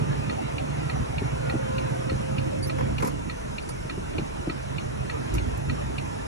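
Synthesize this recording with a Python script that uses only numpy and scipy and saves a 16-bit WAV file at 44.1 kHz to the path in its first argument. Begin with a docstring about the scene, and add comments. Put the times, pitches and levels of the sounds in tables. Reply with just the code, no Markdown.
"""Inside the cab of a slowly rolling heavy truck. The six-cylinder diesel pulls, drops to idle for a
gear change and picks up again as the clutch bites with a shudder. Its firings make a throbbing drone
and a clatter. Behind it the tyres hum, the cab booms over bumps, the blower hisses and the gears whine.
The turn indicator's relay ticks, the gear lever knocks, keys clink and the trim rattles and squeaks."""
import sys
import numpy as np
from scipy import signal
from scipy.fft import rfft, irfft, next_fast_len
from scipy.io import wavfile
from scipy.ndimage import uniform_filter1d, map_coordinates

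SR = 44100
rng = np.random.default_rng(int(sys.argv[2]) if len(sys.argv) > 2 else 0)


def unload_audio(sound):
    """Save the sound as a 16-bit wav file, at the path given as the first command line argument."""
    columns = np.transpose(np.atleast_2d(sound))
    # keep every value between -1 and 1, then stretch to whole-number steps
    steps = np.round(np.clip(columns, -1, 1) * 32767)
    wavfile.write(sys.argv[1], SR, steps.astype(np.int16))


N = 276507

# "Mid" is what both ears share; "side" is how they differ, which makes a sound wide.
# How closely the side of a noise follows its mid: pitch_hz, share
EAR_LINK = [(40, 0.23), (130, 0.82), (300, 0.92), (600, 0.24), (2000, 0.27), (10000, 0.12)]

# Noise colours (how strong a noise is from low to high), each with: pitch_hz, level_db
HISS_MID = [(3800, -46), (4800, 3.5), (5600, 8.5), (6800, 6), (8000, 1), (9100, -2), (9600, -27.5),
            (10300, 4.5), (11200, 0.5), (11900, -25.5), (12800, -97)]  # air from the blower
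HISS_SIDE = [(3800, -28), (4800, 4), (6000, -7), (7000, -1.5), (8500, 5), (9600, 3), (10600, 6.5),
             (11300, -18), (12000, -47)]
BOOM = [(22, -15), (35, -8.5), (55, 1), (80, 0.5), (120, -15), (220, -24.5)]  # the cab's deep boom
RUMBLE_MID = [(60, -33), (100, 4), (145, 2), (180, 0), (260, -1.5), (380, -9), (430, -14.5), (490, -13.5),
              (600, -42)]  # the cab shell shaking
RUMBLE_SIDE = [(50, -15), (100, 0.5), (145, 4.5), (200, 3), (300, 7.5), (420, -6), (600, -23), (900, -36)]
TRIM = [(150, -28), (300, 3), (480, -26), (1000, 4), (2200, 4), (3500, -13), (7000, -34)]  # the body of a rattle
SIZZLE = [(2000, -65), (4000, 8.5), (6500, 11.5), (9000, 5), (11500, 10), (12600, -11), (14000, -26)]  # the bright edge of a rattle or squeak
CLACK = [(1050, -19), (1300, -9.5), (2000, -8), (2700, 3), (3200, -9.5), (4400, 0.5), (4800, -21)]  # the relay's moving arm
GROWL = [(400, -11), (500, -1), (620, -4), (760, 2.5), (900, -22)]  # the engine under load
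CLATTER_MID = [(280, 0.5), (450, -10), (530, 0), (630, -8), (700, -4.5), (790, -3.5), (910, 1.5),
               (1120, -2), (1380, -0.5), (1700, -2.5), (2050, -5), (2600, -7), (3200, -12.5), (4400, -15),
               (5000, -62)]  # burning fuel and valves
CLATTER_SIDE = [(280, -22), (430, 0), (540, -5), (660, -1.5), (730, -9), (900, -7), (1130, -11),
                (1400, -22.5), (1770, -18), (2200, -20), (2650, -16), (3200, -26), (4050, -27), (5000, -51)]

# Tyre hum: time_s, pitch_hz, level_db
TYRE_HUM = [(1.9, 138, -60), (2.2, 138, -41), (2.7, 138, -40), (2.85, 135, -32), (3.1, 136, -39),
            (3.3, 135, -56), (4.3, 132, -56), (4.5, 132, -43), (5.1, 133, -43), (5.45, 136, -39),
            (5.9, 141, -41), (6.27, 141, -50)]
# How rough the road is: time_s, roughness_db
ROUGHNESS = [(0, 14.5), (1.3, -15), (2.3, 1), (2.95, 4.5), (3.4, -3), (4.3, -10), (4.7, -5), (5.35, 1.5),
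             (6.27, -4)]
# Bumps in the road: start_s, length_s, level_db
BUMPS = [(0.944, 0.11, -28.5), (1.13, 0.14, -36), (1.67, 0.17, -39), (2.093, 0.1, -31), (2.74, 0.34, -31),
         (4.121, 0.12, -31.5), (5.277, 0.21, -27.5), (5.65, 0.099, -29.5), (5.857, 0.075, -29)]
# Gear whines: start_s, end_s, pitch_hz, level_db, side_db, waver_rad
WHINES = [(0, .72, 545, -55, 6, 1), (0, .6, 885, -56, 6, .7), (0, .36, 1215, -58, 8, .6),
          (1.3, 2.95, 528, -59.5, 23, .2), (1.38, 1.8, 1435, -52, 2, 1.8),
          (1.678, 1.88, 1035, -53, 11, 1.8)]
# Trim squeaks: start_s, pitch_hz, length_s, relative_db, lowest_tone_db
SQUEAKS = [(2.626, 4640, 0.043, -36.5, -1), (2.668, 5620, 0.028, -38, -12), (3.622, 4560, 0.027, -48, -4),
           (3.688, 4610, 0.038, -40.5, -10)]
# A squeak's higher tones: pitch_multiple, level_db
SQUEAK_OVERTONES = [(2, -1.5), (3, -28)]
# Keys touching: start_s, level_db
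CLINKS = [(3.047, -42), (3.071, -40), (5.339, -45), (5.574, -48)]
# The tones the keys ring with: pitch_hz, mid_db, side_db
KEY_TONES = [(5351, -4, -5), (6500, -5, -6), (7246, -5, -4), (10300, -2, -2), (11290, 0, 0),
             (11890, -6, -10)]
# Gear lever knocks, duller when the contact is soft: start_s, relative_db, cutoff_hz
KNOCKS = [(1.216, -17.5, 1100), (1.534, -19, 1000), (1.549, -19, 700), (1.562, -27, 330), (2.116, -19, 606),
          (2.145, -21, 450), (3.026, -20.5, 1000), (3.039, -17.5, 507), (3.849, -23.5, 586),
          (3.975, -22.5, 510), (4.169, -28.5, 495), (4.182, -21, 1190), (4.192, -23, 1200),
          (4.212, -20, 296), (4.471, -15.5, 610), (4.495, -20.5, 800)]
# Trim rattles: start_s, relative_body_db, relative_sizzle_db, fade_s
RATTLES = [(2.783, -24.5, -49, 0.12), (2.807, -25.5, -52, 0.046), (2.981, -36, -48, .07),
           (3.001, -26, -45, 0.07), (3.022, -19, -37.5, 0.1), (3.046, -23, -39.5, 0.17),
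           (3.071, -27, -40, 0.13), (3.689, -32, -41.5, 0.036), (5.338, -39, -41, 0.051),
           (5.347, -32, -40, 0.1)]
# Resonances (pitches at which a thing likes to ring): pitch_hz, width_hz, level_db
LEVER = [(130, 55, 4), (205, 76, 2), (314, 85, 0), (494, 194, -8), (720, 300, -13)]  # the gear lever
PANEL = [(467, 69, -4.5), (552, 54, -6.5), (690, 33, -14), (1013, 96, -7.5)]  # a hollow panel behind the trim
# The tones of the indicator relay: pitch_hz, mid_db, side_db
RELAY_CLOSING = [(1300, -27, -29), (1920, -28, -31), (2320, -35, -32), (2410, -35, -29), (2640, -35, -31),
                 (3660, -43, -40), (4205, -39, -40), (4280, -37.5, -38.5)]
RELAY_OPENING = [(2290, -35.5, -29), (2400, -32, -33.5), (2485, -33.5, -28), (2710, -33, -29.5),
                 (2890, -33.5, -31.5), (3620, -41.5, -40.5), (4200, -40.5, -45), (4570, -58, -47),
                 (5000, -58, -47)]
# The relay arm's hit and rebound: delay_s, level_db
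BOUNCES = [(0, 0), (.013, -5)]

# Engine speed, where six firings make one cycle: time_s, firing_hz
ENGINE_SPEED = [(0, 68.3), (.4, 69.3), (.8, 75), (1.25, 78.6), (1.85, 83.3), (2.03, 83.3), (2.4, 67.5),
                (3, 47.5), (3.35, 39.5), (3.75, 35), (4.45, 39.7), (5.05, 39.7), (5.25, 56.5), (5.55, 55),
                (5.95, 63.5), (6.27, 66)]
# How hard the engine works: time_s, effort_db
EFFORT = [(0, 1), (.35, -3.5), (.7, -1), (1.95, -1.5), (2.5, -7.5), (2.95, -3.5), (3.3, -18.5), (4.3, -12),
          (5.05, -4.5), (5.5, -7.5), (6.27, -8.5)]
# The firing note and the note a fifth above it: time_s, level_db
FIRING_LEVEL = [(0, -49), (2.7, -49), (3.1, -42), (3.6, -46), (4.3, -43), (4.7, -57), (5.25, -56),
                (5.6, -41), (5.85, -39), (6.27, -54)]
FIFTH_LEVEL = [(0, -45), (.7, -47), (1.3, -39), (1.92, -33), (2.15, -43), (2.42, -37), (2.8, -43),
               (3.3, -58), (5.4, -54), (5.8, -44), (6.27, -45)]
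# The exhaust's low tones, the sixth multiple being the firing rate: cycle_multiple, relative_db
EXHAUST_TONES = [(8, -5), (10, 0), (11, -4), (12, 0), (13, -3)]
# How loud an exhaust tone is as it slides through the cab's resonances: pitch_hz, level_db
CAB_RESPONSE = [(45, -58), (56, -46), (70, -48), (80, -40), (100, -42), (112, -44), (126, -38), (138, -37),
                (148, -34), (156, -42), (166, -49), (225, -47), (330, -59)]


def amp(db):
    """Turn decibels into a number to multiply by."""
    return 10 ** (np.asarray(db) / 20)


def unit(x):
    """Scale a sound to an average strength (rms) of 1."""
    return x / np.sqrt(np.mean(x ** 2) + 1e-20)


def along(points, hz):
    """Read between a table's rows on a musical (log) pitch scale."""
    pitches, values = np.transpose(points)
    return np.interp(np.log(hz + 1), np.log(pitches + 1), values)


def colour(points):
    """A filter that follows a noise colour and falls steeply beyond its ends."""
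    def gain(hz):
        low_cut = np.minimum(hz / points[0][0], 1) ** 2
        return amp(along(points, hz)) * low_cut / np.maximum(hz / points[-1][0], 1) ** 6
    return gain


def body(resonances, cutoff_hz):
    """A filter for a ringing object, hit softly enough to lose the treble above cutoff_hz."""
    def gain(hz):
        peaks = sum((-1) ** k * amp(db) * 1j * hz * width / (pitch ** 2 - hz ** 2 + 1j * hz * width)
                    for k, (pitch, width, db) in enumerate(resonances))
        return peaks / (1 + (hz / cutoff_hz) ** 6)
    return gain


def curves(rows):
    """Turn each column after the time into one value per sample."""
    times, *columns = np.transpose(rows)
    return [np.interp(np.arange(N) / SR, times, column) for column in columns]


def wobble(rate):
    """A smooth random curve through `rate` points a second."""
    return map_coordinates(rng.standard_normal(int(N * rate / SR) + 4), [np.arange(N) * rate / SR])


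def arch(start_s, length_s):
    """One smooth swell and fade."""
    return np.sin(np.pi * np.clip((np.arange(N) / SR - start_s) / length_s, 0, 1))


def octaves():
    """Engine speed in octaves above 50 firings a second."""
    firing_hz, = curves(ENGINE_SPEED)
    return np.log2(firing_hz / 50)


def filtered(x, response):
    """Pass a sound through a filter, given as a gain for each frequency."""
    n = x.shape[-1]
    padded = next_fast_len(n + SR // 4)
    return irfft(rfft(x, padded) * response(np.fft.rfftfreq(padded, 1 / SR)), padded)[..., :n]


def add(track, start_s, sound):
    """Mix a sound into a track."""
    part = track[..., max(round(start_s * SR), 0):][..., :sound.shape[-1]]
    part += sound[..., :part.shape[-1]]


def ears(mid, side):
    """Make left and right from mid and side."""
    return np.array([mid + side, mid - side])


def patchy(x, depth_db):
    """Give a sound brief swells and dips that differ from low to high."""
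    bands = signal.stft(x, nperseg=1024)[2]
    swells = uniform_filter1d(rng.standard_normal(bands.shape[1:]), size=3, axis=0)
    swells = unit(uniform_filter1d(swells, size=6, axis=1))
    return unit(signal.istft(bands * amp(depth_db * swells), nperseg=1024)[1][:, :N])


def rush(mid_colour, side_colour, side_db, patchy_db, lag=2.22):
    """Noise in the cab; its low end reaches the right ear earlier and louder."""
    mid, other = patchy(rng.standard_normal((2, N)), patchy_db)
    link = lambda hz: np.clip(along(EAR_LINK, hz), 0, 1)
    linked = filtered(mid, lambda hz: link(hz) * np.exp(-1j * lag))
    free = filtered(other, lambda hz: np.sqrt(1 - link(hz) ** 2))
    side = unit(filtered(linked + free, colour(side_colour)))
    return ears(unit(filtered(mid, colour(mid_colour))), amp(side_db) * side)


def tone(phase, side_db, lag=2.17):
    """A pure tone standing between the cab walls, different at each ear."""
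    return np.sqrt(2) * ears(np.sin(phase), amp(side_db) * np.sin(phase - lag))


def whine(hz, side_db, waver):
    """A thin, slightly unsteady tone."""
    flutter = amp(2.5 * wobble(18))
    phase = 2 * np.pi * hz * np.arange(N) / SR + waver * wobble(22)
    return flutter * tone(phase, side_db, lag=np.pi / 2)


def burst(response, fade_s, rise_s, side_db, direct=0):
    """A filtered hit whose echoes off the cab walls fall 60 dB in fade_s."""
    t = np.arange(SR // 3) / SR
    echoes = rng.standard_normal((2, len(t))) * amp(-60 * t / fade_s) * (1 - np.exp(-t / rise_s))
    echoes[:, SR // 1000] += direct * np.linalg.norm(echoes[0])  # the hit itself
    rung = filtered(echoes, response) * signal.windows.tukey(len(t), .006)
    mid, side = rung / np.sqrt(np.mean(rung[:, :SR // 50] ** 2, axis=1, keepdims=True))
    return ears(mid, amp(side_db) * side)


def ring(tones, fade_s, rise_s, phases):
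    """Tones that die away after a hit; each hit sets them off a little differently."""
    t = np.arange(SR // 5) / SR
    hz, *levels = np.transpose(tones)
    gains = amp(np.array(levels) + rng.standard_normal(len(hz)))
    waves = np.sin(2 * np.pi * hz[:, None] * t + phases[..., None])
    mid, side = (gains[..., None] * waves).sum(axis=1)
    return ears(mid, side) * amp(-60 * t / fade_s) * (1 - np.exp(-t / rise_s))


def blower():
    """The fan makes a thin tone and a hiss that grows a little with engine speed."""
    hiss = amp(-54 + 1.36 * octaves()) * rush(HISS_MID, HISS_SIDE, side_db=2, patchy_db=2.5)
    return hiss + amp(-64) * whine(hz=1365, side_db=13, waver=.88)


def road():
    """The tyres hum unsteadily; the cab shell rumbles with the road and booms over bumps."""
    rough_db, = curves(ROUGHNESS)
    tyre_hz, hum_db = curves(TYRE_HUM)
    phase = 2 * np.pi * np.cumsum(tyre_hz * (1 + .012 * wobble(12))) / SR
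    hum = amp(hum_db + 2.5 * wobble(18)) * tone(phase, side_db=-1.5)
    jolt = sum(amp(db) * arch(start_s, length_s) for start_s, length_s, db in BUMPS)
    boom = np.hypot(amp(-41.5), jolt) * rush(BOOM, BOOM, side_db=-6, patchy_db=-1, lag=1.3)
    shake = np.hypot(amp(-38 + .37 * rough_db), amp(-8.5) * jolt)
    rumble = shake * rush(RUMBLE_MID, RUMBLE_SIDE, side_db=1, patchy_db=3.5)
    return hum + boom + rumble


def gears():
    """The gears sing thin tones that swell and fade as their load changes."""
    t = np.arange(N) / SR
    out = np.zeros((2, N))
    for start_s, end_s, hz, db, side_db, waver in WHINES:
        ramp_s = .046 * (end_s - start_s)
        swell = np.clip(np.minimum(t - start_s, end_s - t) / ramp_s, 0, 1)
        out += amp(db) * swell * whine(hz, side_db, waver)
    return out


def squeaks():
    """Plastic rubs on plastic in short, bright chirps of jittery pitch."""
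    out = np.zeros((2, N))
    for start_s, hz, length_s, db, lowest_db in SQUEAKS:
        progress = np.linspace(0, 1, int(length_s * SR))
        jitter = .024 * np.interp(progress, np.linspace(0, 1, 70), rng.standard_normal(70))
        phase = 2 * np.pi * np.cumsum(hz * (1 + jitter)) / SR
        tones = [(1, lowest_db)] + SQUEAK_OVERTONES
        chirp = sum(amp(level) * tone(round(k) * phase, side_db=9) for k, level in tones)
        scrape = amp(-12) * unit(filtered(rng.standard_normal((2, len(progress))), colour(SIZZLE)))
        swell = np.sin(np.pi * np.sqrt(progress))
        add(out, start_s, amp(db - 9.5) * swell * (chirp + scrape))
    return out


def keys():
    """Hanging keys touch and give short, bright rings."""
    out = np.zeros((2, N))
    for start_s, db in CLINKS:
        phases = rng.uniform(0, 2 * np.pi, (2, len(KEY_TONES)))
        add(out, start_s, amp(db) * ring(KEY_TONES, fade_s=.053, rise_s=.00069, phases=phases))
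    return out


def rattles():
    """Loose trim rattles with a bright sizzle and shakes a hollow panel."""
    out = np.zeros((2, N))
    for start_s, body_db, sizzle_db, fade_s in RATTLES:
        trim = amp(body_db - 20) * burst(colour(TRIM), fade_s, rise_s=.002, side_db=2)
        panel = amp(body_db - 17) * burst(body(PANEL, cutoff_hz=1500), fade_s, rise_s=.002, side_db=10.5)
        sizzle = amp(sizzle_db - 8) * burst(colour(SIZZLE), fade_s, rise_s=.002, side_db=-1)
        add(out, start_s, trim + panel + sizzle)
    return out


def gear_lever():
    """Each contact makes the lever ring briefly with a dull knock."""
    out = np.zeros((2, N))
    for start_s, db, cutoff_hz in KNOCKS:
        knock = burst(body(LEVER, cutoff_hz), fade_s=.055, rise_s=.00061, side_db=-48, direct=.31)
        add(out, start_s, amp(db - 10.5) * knock)
    return out


def indicator(beat_s=.6):
    """A relay (an electric switch) closes and opens in time; it rings as its arm clacks and rebounds."""
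    out = np.zeros((2, N))
    for tones, first_s in [(RELAY_CLOSING, .296), (RELAY_OPENING, .581)]:
        phases = rng.uniform(0, 2 * np.pi, (2, len(tones)))
        for start_s in np.arange(first_s, N / SR, beat_s):
            add(out, start_s, ring(tones, fade_s=.042, rise_s=.0026, phases=phases))
            for delay_s, db in BOUNCES:
                clack = burst(colour(CLACK), fade_s=.05, rise_s=.0015, side_db=1)
                add(out, start_s + delay_s, amp(db - 48.5) * clack)
    return out


def clutch_shudder(phase):
    """The biting clutch shakes the cab at multiples of the crankshaft's turning rate."""
    crank = phase / 3  # three firings per turn
    shake = sum(amp(-30.5 - 3 * k) * tone((k + 3) * crank, side_db=-6) for k in range(4))
    return arch(start_s=5.32, length_s=.27) * shake


def valves(cycles, side_db, size=4096):
    """The same jumble of tiny hits repeats every engine cycle, so its pitch follows the speed."""
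    position = [cycles % 1 * size]
    mid, side = (map_coordinates(rng.standard_normal(size), position, mode="grid-wrap") for _ in range(2))
    mid = unit(filtered(mid, colour(CLATTER_MID)))
    side = unit(filtered(side, colour(CLATTER_SIDE)))
    return ears(mid, amp(side_db) * side)


def clatter(firings, side_db=9.5):
    """Firings make the noise of burning fuel and valves pulse, each cylinder at its own strength."""
    cylinder_db = 2.5 * unit(rng.standard_normal(6))[firings.astype(int) % 6]
    pulses = amp(cylinder_db) * np.exp(-(firings % 1) / 1.1)
    chop = unit(uniform_filter1d(1 + .082 * pulses, size=48))
    burning = np.sqrt(.6) * rush(CLATTER_MID, CLATTER_SIDE, side_db, patchy_db=3.7)
    tapping = np.sqrt(.4) * valves(firings / 6, side_db)
    return chop * amp(.6 * wobble(14)) * (burning + tapping)


def uneven_cylinders(phase):
    """Unequal cylinders add weak, unsteady tones at multiples of half the firing rate."""
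    return sum(amp(3 * wobble(12)) * tone(k * phase / 2 + 1.8 * wobble(16), side_db=2) / k
               for k in range(6, 14))


def exhaust(phase, firing_hz):
    """One cylinder thumps hardest: once a cycle the tones roughly line up and the cab throbs."""
    def harmonic(k):
        level_db = along(CAB_RESPONSE, k * firing_hz / 6) + 1.5 * wobble(7)
        return amp(level_db) * tone(k * phase / 6 + .55 * wobble(9), side_db=-4.5)
    upper = amp(-9) * sum(harmonic(k) for k in range(14, 25))
    return upper + sum(amp(db) * harmonic(round(k)) for k, db in EXHAUST_TONES)


def firing_notes(phase):
    """The firing note, and a fifth above it because the engine's two halves pull unevenly."""
    firing_db, = curves(FIRING_LEVEL)
    fifth_db, = curves(FIFTH_LEVEL)
    return amp(firing_db) * tone(phase, side_db=-12) + amp(fifth_db) * tone(1.5 * phase, side_db=-4.5)


def engine(first_throb_s=.022):
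    """The diesel's firings make a drone, a growl and a clatter that grows with speed and effort."""
    firing_hz, = curves(ENGINE_SPEED)
    effort_db, = curves(EFFORT)
    firings = np.cumsum(firing_hz * (1 + .003 * wobble(12))) / SR  # running count
    phase = 2 * np.pi * (firings - firings[round(first_throb_s * SR)])
    sway = amp(1.5 * wobble(8))
    throb = amp(effort_db) * exhaust(phase, firing_hz)
    drone = sway * (firing_notes(phase) + throb + clutch_shudder(phase))
    growl = amp(effort_db - 55.5) * rush(GROWL, GROWL, side_db=12, patchy_db=8)
    overtones = amp(effort_db + 6) * uneven_cylinders(phase)
    clatter_db = -44.5 + 2 * octaves() + .18 * effort_db
    return drone + growl + amp(clatter_db) * (clatter(firings) + overtones)


def scene():
    """Everything heard from behind the driver's seat."""
    driving = engine() + road() + gears() + blower()
    return driving + indicator() + gear_lever() + rattles() + keys() + squeaks()


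def record(dry, top_hz=14300):
    """Cut away the very highest treble."""
    return filtered(dry, lambda hz: hz < top_hz)


dry = scene()
out = record(dry)
unload_audio(out)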